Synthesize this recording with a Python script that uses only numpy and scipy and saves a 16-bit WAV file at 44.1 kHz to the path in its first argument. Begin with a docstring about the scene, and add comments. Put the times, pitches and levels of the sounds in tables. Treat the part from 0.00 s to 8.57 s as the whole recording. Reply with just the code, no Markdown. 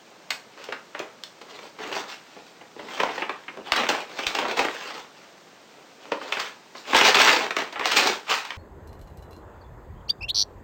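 """Sharp snaps, dense crackle and low puffs: a cat wriggles in a paper grocery bag on carpet, rests, then bolts.
Snaps are noise bursts with a pitched flutter and a low boom; rustle is random ringing clicks plus sliding noise.
Both pass through the paper's dispersion and colour; puffs are low-passed air pulses.
A small furnished room adds a diffuse tail and a hush; a small camera records at half the sample rate."""
import sys
import numpy as np
from scipy import signal
from scipy.fft import rfft, irfft, next_fast_len
from scipy.io import wavfile
from scipy.ndimage import uniform_filter1d, map_coordinates

SR = 44100
rng = np.random.default_rng(int(sys.argv[2]) if len(sys.argv) > 2 else 0)


def generate_wav(sig):
    """Save sig (samples, or channels by samples) to the path in sys.argv[1] as 16-bit PCM at SR."""
    pcm = np.round(np.clip(np.atleast_2d(sig).T, -1, 1) * 32767).astype(np.int16)
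    wavfile.write(sys.argv[1], SR, pcm)


N = 377937


def snaps(rows, rise_share=0.33, flutter_stretch=4.1, flutter_db=-9, cycles=7, panel_db=-11,
          boom_stretch=4.2, boom_db=-8, boom_hz=520, gain_db=2):
    """Panels buckle: short ones tick, long ones swell and crumple; width sets pitch and hollowness;
    each flutters and booms."""
    mid_width_cm, mid_pitch_hz, mid_body_db = 10.11, 1085, 3.5  # middling panel
    body_db_per_octave = 13  # per doubling of width
    lead = SR // 50
    out = np.zeros(N + SR)
    t = np.arange(-lead, SR // 6) / SR
    for start_s, level_db, width_cm, t60_s, edge_db in rows:
        # wider panels are lower and more hollow
        pitch_hz = mid_pitch_hz * mid_width_cm / width_cm
        body_db = mid_body_db + body_db_per_octave * np.log2(width_cm / mid_width_cm)
        grit, flutter, slow = rng.standard_normal((3, len(t)))

        fall_db = 60 * np.maximum(t, 0) / t60_s
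        rise = amp(60 * np.minimum(t, 0) / (rise_share * t60_s))
        envelope = rise * (amp(-fall_db) + amp(flutter_db - fall_db / flutter_stretch))

        ringing = unit(signal.fftconvolve(flutter, ring(pitch_hz, cycles))[:len(t)])
        panel = amp(panel_db) * envelope * ringing

        boom = signal.sosfilt(signal.butter(2, boom_hz, fs=SR, output="sos"), slow)
        boom = boom * rise * amp(boom_db - fall_db / boom_stretch)  # slowest decay

        snap = tint(grit * envelope + boom, body_db, edge_db) + panel
        attack = envelope[lead:lead + SR // 100]  # level reference: envelope over the first 10 ms
        attack_rms = np.sqrt(np.mean(attack ** 2))
        first = round(start_s * SR) - lead
        out[first:][:len(t)] += amp(level_db + gain_db) * snap / (2 * attack_rms)
    return out[:N]


def extra_snaps(move_db, rate_hz=9, over_db=1, scatter_db=2, width_cm=9, width_octaves=0.71,
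                t60_s=0.011, edge_db=-3, count=90):
    """Extra snaps at random moments, as hard as the paper is moved; rows for snaps()."""
    slot, size, width = rng.random((count, 3)).T
    times_s = (np.arange(count) + slot) / rate_hz
    rows = []
    for start_s, a, b in zip(times_s, size, width):
        if SR // 50 < start_s * SR < N:
            level_db = move_db[int(start_s * SR)] + over_db + scatter_db * (2 * a - 1)
            panel_cm = width_cm * 2 ** (width_octaves * (2 * b - 1))
            rows.append((start_s, level_db, panel_cm, t60_s, edge_db))
    return rows


def movement():
    """Each move rises, holds and settles; returns level, and power-weighted body and edge, all in dB."""
    # cat's wriggles, shoves and dashes: t/s, hold/s, relative level/dB, hollow body/dB, crisp edge/dB
    moves = [(0.592, 0.077, -44.5, 6, 3), (0.979, 0.023, -39.5, 5, -10.5), (1.498, 0.17, -48, 12.5, 7.5),
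             (1.818, 0.11, -38.5, 13.5, 2), (1.945, 0.048, -32.5, 9.5, 3), (2.085, 0.038, -39, 1, 5),
             (2.21, 0.3, -56.5, 5, 10.5), (2.784, .09, -50.5, 26.5, 9), (2.906, .03, -35, 12, 3.5),
             (2.974, 0.25, -38.5, 13.5, 1), (3.284, 0.11, -46, 10.5, -7), (3.575, 0.026, -45, 21, -17),
             (3.672, .03, -38, 8, -1), (3.775, 0.049, -24, 4.5, -4), (3.91, 0.066, -29.5, 6, -1),
             (4.1, .02, -46, 17, 8.5), (4.171, 0.14, -37.5, 10, 3.5), (4.366, 0.15, -31.5, 13, -2.5),
             (4.586, 0.076, -30.5, 8, -1), (4.714, 0.18, -37, 8, 3.5), (4.901, 0.084, -40.5, 6.5, 4),
             (5.166, .1, -54, 2, 4.5), (5.72, 0.094, -57.5, 20, -6), (6.03, 0.046, -48, 16.5, 3),
             (6.22, 0.06, -39, 12.5, 3.5), (6.341, .13, -37.5, 5, 4.5), (6.772, 0.036, -49, 4, 17),
             (6.89, 0.037, -35, 9, 5.5), (6.956, 0.13, -19, 1.5, 4.5), (7.169, 0.17, -19.5, 2.5, 2.5),
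             (7.378, 0.056, -29, 7, -1), (7.586, 0.018, -27.5, -0.5, -1.5), (7.735, 0.13, -40, 7, -11),
             (7.865, 0.23, -25.5, 4.5, 4), (8.312, 0.015, -21.5, -6, 3.5), (8.438, .12, -42, -23, -2.5)]
    rise_db_per_s, settle_db_per_s = 392.5, 207
    fidget_db, fidget_body_db, fidget_edge_db = -58.5, 5, 2.5  # the cat is never quite still
    t = np.arange(N) / SR
    power = np.full(N, amp(fidget_db) ** 2)
    body = fidget_body_db * power
    edge = fidget_edge_db * power
    for start_s, hold_s, level_db, body_db, edge_db in moves:
        before_db = rise_db_per_s * np.maximum(start_s - t, 0)
        after_db = settle_db_per_s * np.maximum(t - start_s - hold_s, 0)
        below_db = before_db + after_db
        near = below_db < 60
        push = amp(level_db - below_db[near]) ** 2
        power[near] += push
        body[near] += push * body_db
        edge[near] += push * edge_db
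    return 10 * np.log10(power), body / power, edge / power


def rustle(level_db, body_db, edge_db, rate_hz=1100, spread_db=2.5, clump_db=2.0, calm_db=-10,
           busy_db=-5, slide_db=-6, cycles=4, count=7):
    """Slow movement mostly slides paper over fur and carpet; fast movement also folds clumps of creases."""
    crackle = 0
    for pitch_hz in np.geomspace(600, 7000, num=count):  # crease lengths, each with its own pitch
        clicks = creases(rate_hz / count, spread_db)
        crackle = crackle + pitch_hz * signal.oaconvolve(clicks, ring(pitch_hz, cycles))[:N]
    crackle_db = np.interp(level_db, [-42, -22], [calm_db, busy_db])
    slide = amp(slide_db) * rng.standard_normal(N)
    motion = amp(crackle_db) * unit(crackle) + slide
    clumping = amp(level_db + clump_db * wobble(55))
    return clumping * tint(patchy(motion, depth_db=2.5), body_db, edge_db)


def creases(rate_hz, spread_db):
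    """Tiny creases give way at random moments: most are weak, a few stand out."""
    size = amp(spread_db * np.minimum(rng.exponential(size=N), 3))
    fires = rng.random(N) < rate_hz / SR
    clicks = fires * rng.choice([-1, 1], N) * unit(size)
    return clicks * np.sqrt(SR / rate_hz)  # rms near 1 at any rate


def patchy(x, depth_db):
    """As the bag changes shape, different bands of the paper stand out from moment to moment."""
    z = signal.stft(x, nperseg=512)[2]
    field = uniform_filter1d(rng.standard_normal(z.shape), size=7, axis=0)  # across bins
    field = uniform_filter1d(field, size=6, axis=1)  # across frames
    shaped = signal.istft(z * amp(depth_db * unit(field)), nperseg=512)[1][:N]
    return np.std(x) * unit(shaped)


def bag(x, travel_1khz_s=0.001505):
    """Bending waves disperse over the paper, bass behind treble, and radiate with its colour."""
    # paper's radiation colour: f/Hz, relative density/dB per Hz
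    paper_colour = [(24, -45), (40, -45.5), (103, -28), (269, -6.5), (360, -6), (403, -1.5), (675, -4),
                    (789, -0.5), (1690, -1.5), (1850, -1.5), (2590, -1), (4540, -10), (8500, -21.5),
                    (11000, -36.5), (18700, -120)]
    spread = filtered(x, lambda hz: np.exp(-4j * np.pi * travel_1khz_s * np.sqrt(1000 * hz)))
    colour = causal(lambda hz: amp(along(paper_colour, hz)))
    return signal.oaconvolve(spread, colour)[:N]


def puffs(rise_s=0.0018, decay_s=.006, top_hz=130):
    """A bag wall caves in and shoves out one low gust of air."""
    # air pushed out of the bag: t/s, peak level/dB
    puff_rows = [(3.719, -40), (4.265, -38.5), (6.944, -36.5), (7.856, -59)]
    out = np.zeros(N + SR)
    t = np.arange(SR // 4) / SR
    push = np.exp(-t / decay_s) * (1 - np.exp(-t / rise_s))
    gust = signal.sosfilt(signal.butter(2, [35, top_hz], "band", fs=SR, output="sos"), push)
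    gust = gust / np.abs(gust).max()
    for start_s, peak_db in puff_rows:
        out[round(start_s * SR):][:len(t)] += amp(peak_db) * gust
    return out[:N]


def room(x, build_s=0.0019):
    """A short diffuse tail, drawn afresh every 40 ms so that no steady tones stand out."""
    # room decay: f/Hz, t60/s
    decay_times = [(150, 0.23), (1000, 0.34), (3000, 0.22), (8000, 0.3)]
    out = np.zeros(N + 2 * SR)
    hop = SR // 25
    for start in range(0, N, hop):
        hz, t, z = signal.stft(rng.standard_normal(SR // 3), SR, nperseg=256)
        decay = amp(-60 * t / along(decay_times, hz)[:, None])
        tail = signal.istft(z * decay, SR, nperseg=256)[1]
        tail = tail * (1 - np.exp(-np.arange(len(tail)) / SR / build_s))
        wet = signal.fftconvolve(x[start:start + hop], tail / np.linalg.norm(tail))
        out[start:start + len(wet)] += wet
    return out[:N]


def room_tone(level_db=-51.5):
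    """Steady hush of the house and microphone hiss: filtered noise."""
    # room tone and hiss spectrum: f/Hz, relative density/dB per Hz
    quiet_colour = [(15, -67.5), (25, -37.5), (54, -29.5), (159, -4.5), (241, -4.5), (279, -5), (308, -3),
                    (557, -4), (1220, -9.5), (2830, -17), (3120, -16.5), (6530, -20.5), (9000, -26.5),
                    (11700, -19.5), (19800, -120)]
    hush = filtered(rng.standard_normal(N), lambda hz: amp(along(quiet_colour, hz)))
    return amp(level_db) * unit(hush)


def ring(hz, cycles):
    """Impulse response of a paper patch: a sine falling 60 dB in the given cycles."""
    phase = hz * np.arange(SR // 16) / SR
    return np.sin(2 * np.pi * phase) * amp(-60 * phase / cycles)


def tint(x, body_db, edge_db, body_hz=620, edge_hz=3400):
    """Set the levels of the hollow body (lows) and the crisp edge (highs)."""
    body = filtered(x, lambda hz: 1 / (1 + (hz / body_hz) ** 4))
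    edge = filtered(x, lambda hz: 1 - 1 / (1 + (hz / edge_hz) ** 6))
    return amp(body_db) * body + (x - body - edge) + amp(edge_db) * edge


def amp(db):
    """Decibels to gain."""
    return 10 ** (np.asarray(db) / 20)


def unit(x):
    """Scale to rms 1."""
    return x / np.sqrt(np.mean(x ** 2) + 1e-20)


def along(points, hz):
    """Interpolate (f/Hz, value) points on a log-frequency axis."""
    f, v = np.transpose(points)
    return np.interp(np.log(hz + 1), np.log(f + 1), v)


def wobble(knots_per_s):
    """Smooth random curve from normal-distributed knots."""
    knots = rng.standard_normal(4096)
    return map_coordinates(knots, [np.arange(N) * knots_per_s / SR], order=2, mode="wrap")


def filtered(x, response):
    """Apply a frequency response by FFT."""
    m = next_fast_len(x.shape[-1] + SR // 4)
    spectrum = rfft(x, m) * response(np.fft.rfftfreq(m, 1 / SR))
    return irfft(spectrum, m)[..., :x.shape[-1]]


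def causal(gain, size=8192):
    """Minimum-phase impulse response of a gain curve, energy 1."""
    curve = np.maximum(gain(np.fft.rfftfreq(size, 1 / SR)), 1e-6)
    cepstrum = irfft(np.log(curve))
    cepstrum[1:size // 2] *= 2
    cepstrum[size // 2 + 1:] = 0
    response = irfft(np.exp(rfft(cepstrum)))
    return response / np.linalg.norm(response)


def scene(snap_room_db=-3, rustle_room_db=-4, rustle_db=-2):
    """Bag, its room echo, puffs and the quiet room."""
    # main snaps: t/s, relative level/dB, panel width/cm, crack t60/s, crisp edge/dB
    main_snaps = [(0.305, -23, 2.6, 0.015, 6.5), (0.317, -32, 2.1, 0.013, 1), (0.64, -43, 6.4, 0.02, 12),
                  (0.687, -38, 22.5, 0.037, -9), (0.724, -25, 7.6, 0.022, -9),
                  (0.949, -30, 10.8, 0.021, -15), (0.992, -38, 11, 0.0082, 11), (0.999, -30, 19, .017, -30),
                  (1.236, -40.5, 0.78, .006, 14), (1.414, -42, 13, 0.029, 5.5),
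                  (1.589, -37.5, 10.5, 0.023, -6), (1.788, -39, 13, 0.044, -3),
                  (1.927, -29.5, 8.9, .029, -2), (1.965, -29, 12.4, 0.031, -2),
                  (2.365, -46, 26.6, 0.053, -17), (2.612, -43, 15, 0.052, -25),
                  (2.763, -53, 37, 0.019, -16), (2.793, -36, 12, .031, -21), (2.885, -37, 14, .029, -3),
                  (3.001, -17, 10.6, 0.033, -7.5), (3.033, -20.5, 15, 0.012, -6),
                  (3.09, -29.5, 15.5, 0.05, -19), (3.18, -25.5, 13.2, 0.033, -12),
                  (3.221, -23, 10, 0.04, -23), (3.294, -25.5, 10.1, 0.028, -12.5),
                  (3.482, -30.5, 10, .03, -21), (3.72, -17, 5.8, 0.011, 2.5), (3.734, -22, 7.4, .018, -16),
                  (3.763, -24.5, 9.3, .026, 6.5), (3.89, -20, 14, .036, 6), (3.901, -21, 15.3, 0.025, -11),
                  (4.189, -25.5, 9.2, 0.037, -2), (4.267, -20.5, 2.9, 0.022, 4),
                  (4.35, -24, 6.8, 0.028, 4.5), (4.387, -21.5, 9.8, 0.026, 0),
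                  (4.451, -26, 11.4, .036, -25), (4.512, -29.5, 13.7, 0.016, 2.5),
                  (4.572, -24, 13, 0.098, 0.5), (4.592, -18.5, 12, .028, 0.5), (4.649, -25, 16, 0.022, -1),
                  (4.684, -28.5, 9.9, .009, -12), (6.119, -25, 19.5, 0.034, -7),
                  (6.214, -33.5, 10, 0.029, -17), (6.323, -20, 4.2, .022, -3),
                  (6.37, -26.5, 11.5, 0.043, -8), (6.398, -26, 9.4, 0.044, 6),
                  (6.751, -36, 11.3, 0.046, -11), (6.932, -19.5, 11.4, 0.06, -16),
                  (6.947, -13.5, 12, .032, -3.5), (6.965, -18.5, 5.6, 0.025, 7.5),
                  (6.979, -18.5, 7.4, 0.03, -4), (7.012, -15.5, 9.4, .009, -5), (7.051, -16, 6.5, 0.1, 3),
                  (7.146, -12, 2.7, .031, -0.5), (7.154, -15, 6.7, 0.01, -1.5),
                  (7.198, -12.5, 6.2, 0.032, -2), (7.215, -21, 5, 0.024, 11), (7.275, -12, 7.5, .055, -3.5),
                  (7.329, -21.5, 13.5, 0.064, 6), (7.363, -24.5, 7.8, 0.02, -5),
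                  (7.507, -24, 7.3, 0.014, -1.5), (7.566, -18.5, 10.5, .013, -3.5),
                  (7.588, -25, 13, 0.027, -3), (7.726, -34.5, 11.5, 0.034, 1.5),
                  (7.758, -29, 10, 0.034, -19), (7.795, -25, 12, 0.013, -2.5),
                  (7.811, -24, 11.8, 0.033, -30), (7.856, -23, 11.5, 0.011, 9.5),
                  (7.917, -23.5, 6, .036, 10), (7.969, -15.5, 4.3, 0.11, 8.5),
                  (8.072, -29.5, 6.8, 0.037, 14.5), (8.299, -29, 8.6, 0.034, 6.5),
                  (8.45, -30.5, 2.4, 0.036, -0.5), (8.505, -28, 3.3, 0.014, -7.5)]
    level_db, body_db, edge_db = movement()
    snapping = bag(snaps(list(main_snaps) + extra_snaps(level_db)))
    rustling = amp(rustle_db) * bag(rustle(level_db, body_db, edge_db))
    echo = room(amp(snap_room_db) * snapping + amp(rustle_room_db) * rustling)
    return (snapping + rustling + echo + puffs() + room_tone())[None]


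def record(dry, ceiling=.85, band_hz=9600, top_hz=16200):
    """The camera rounds off high peaks, samples at half rate and joins samples by straight lines."""
    # microphone colour: f/Hz, gain/dB
    mic_colour = [(100, -2.5), (3000, 1.5), (6000, 3.5), (8500, 2), (9500, -0.5)]
    heard = filtered(dry[0], lambda hz: amp(along(mic_colour, hz)))
    rounded = heard / (1 + np.abs(heard / ceiling) ** 6) ** (1 / 6)
    band = filtered(rounded, lambda hz: 1 / (1 + (hz / band_hz) ** 60))
    joined = np.interp(np.arange(N), np.arange(0, N, 2), band[::2])  # mirrors the treble faintly
    return filtered(joined, lambda hz: hz < top_hz)[None]


dry = scene()
out = record(dry)
generate_wav(out)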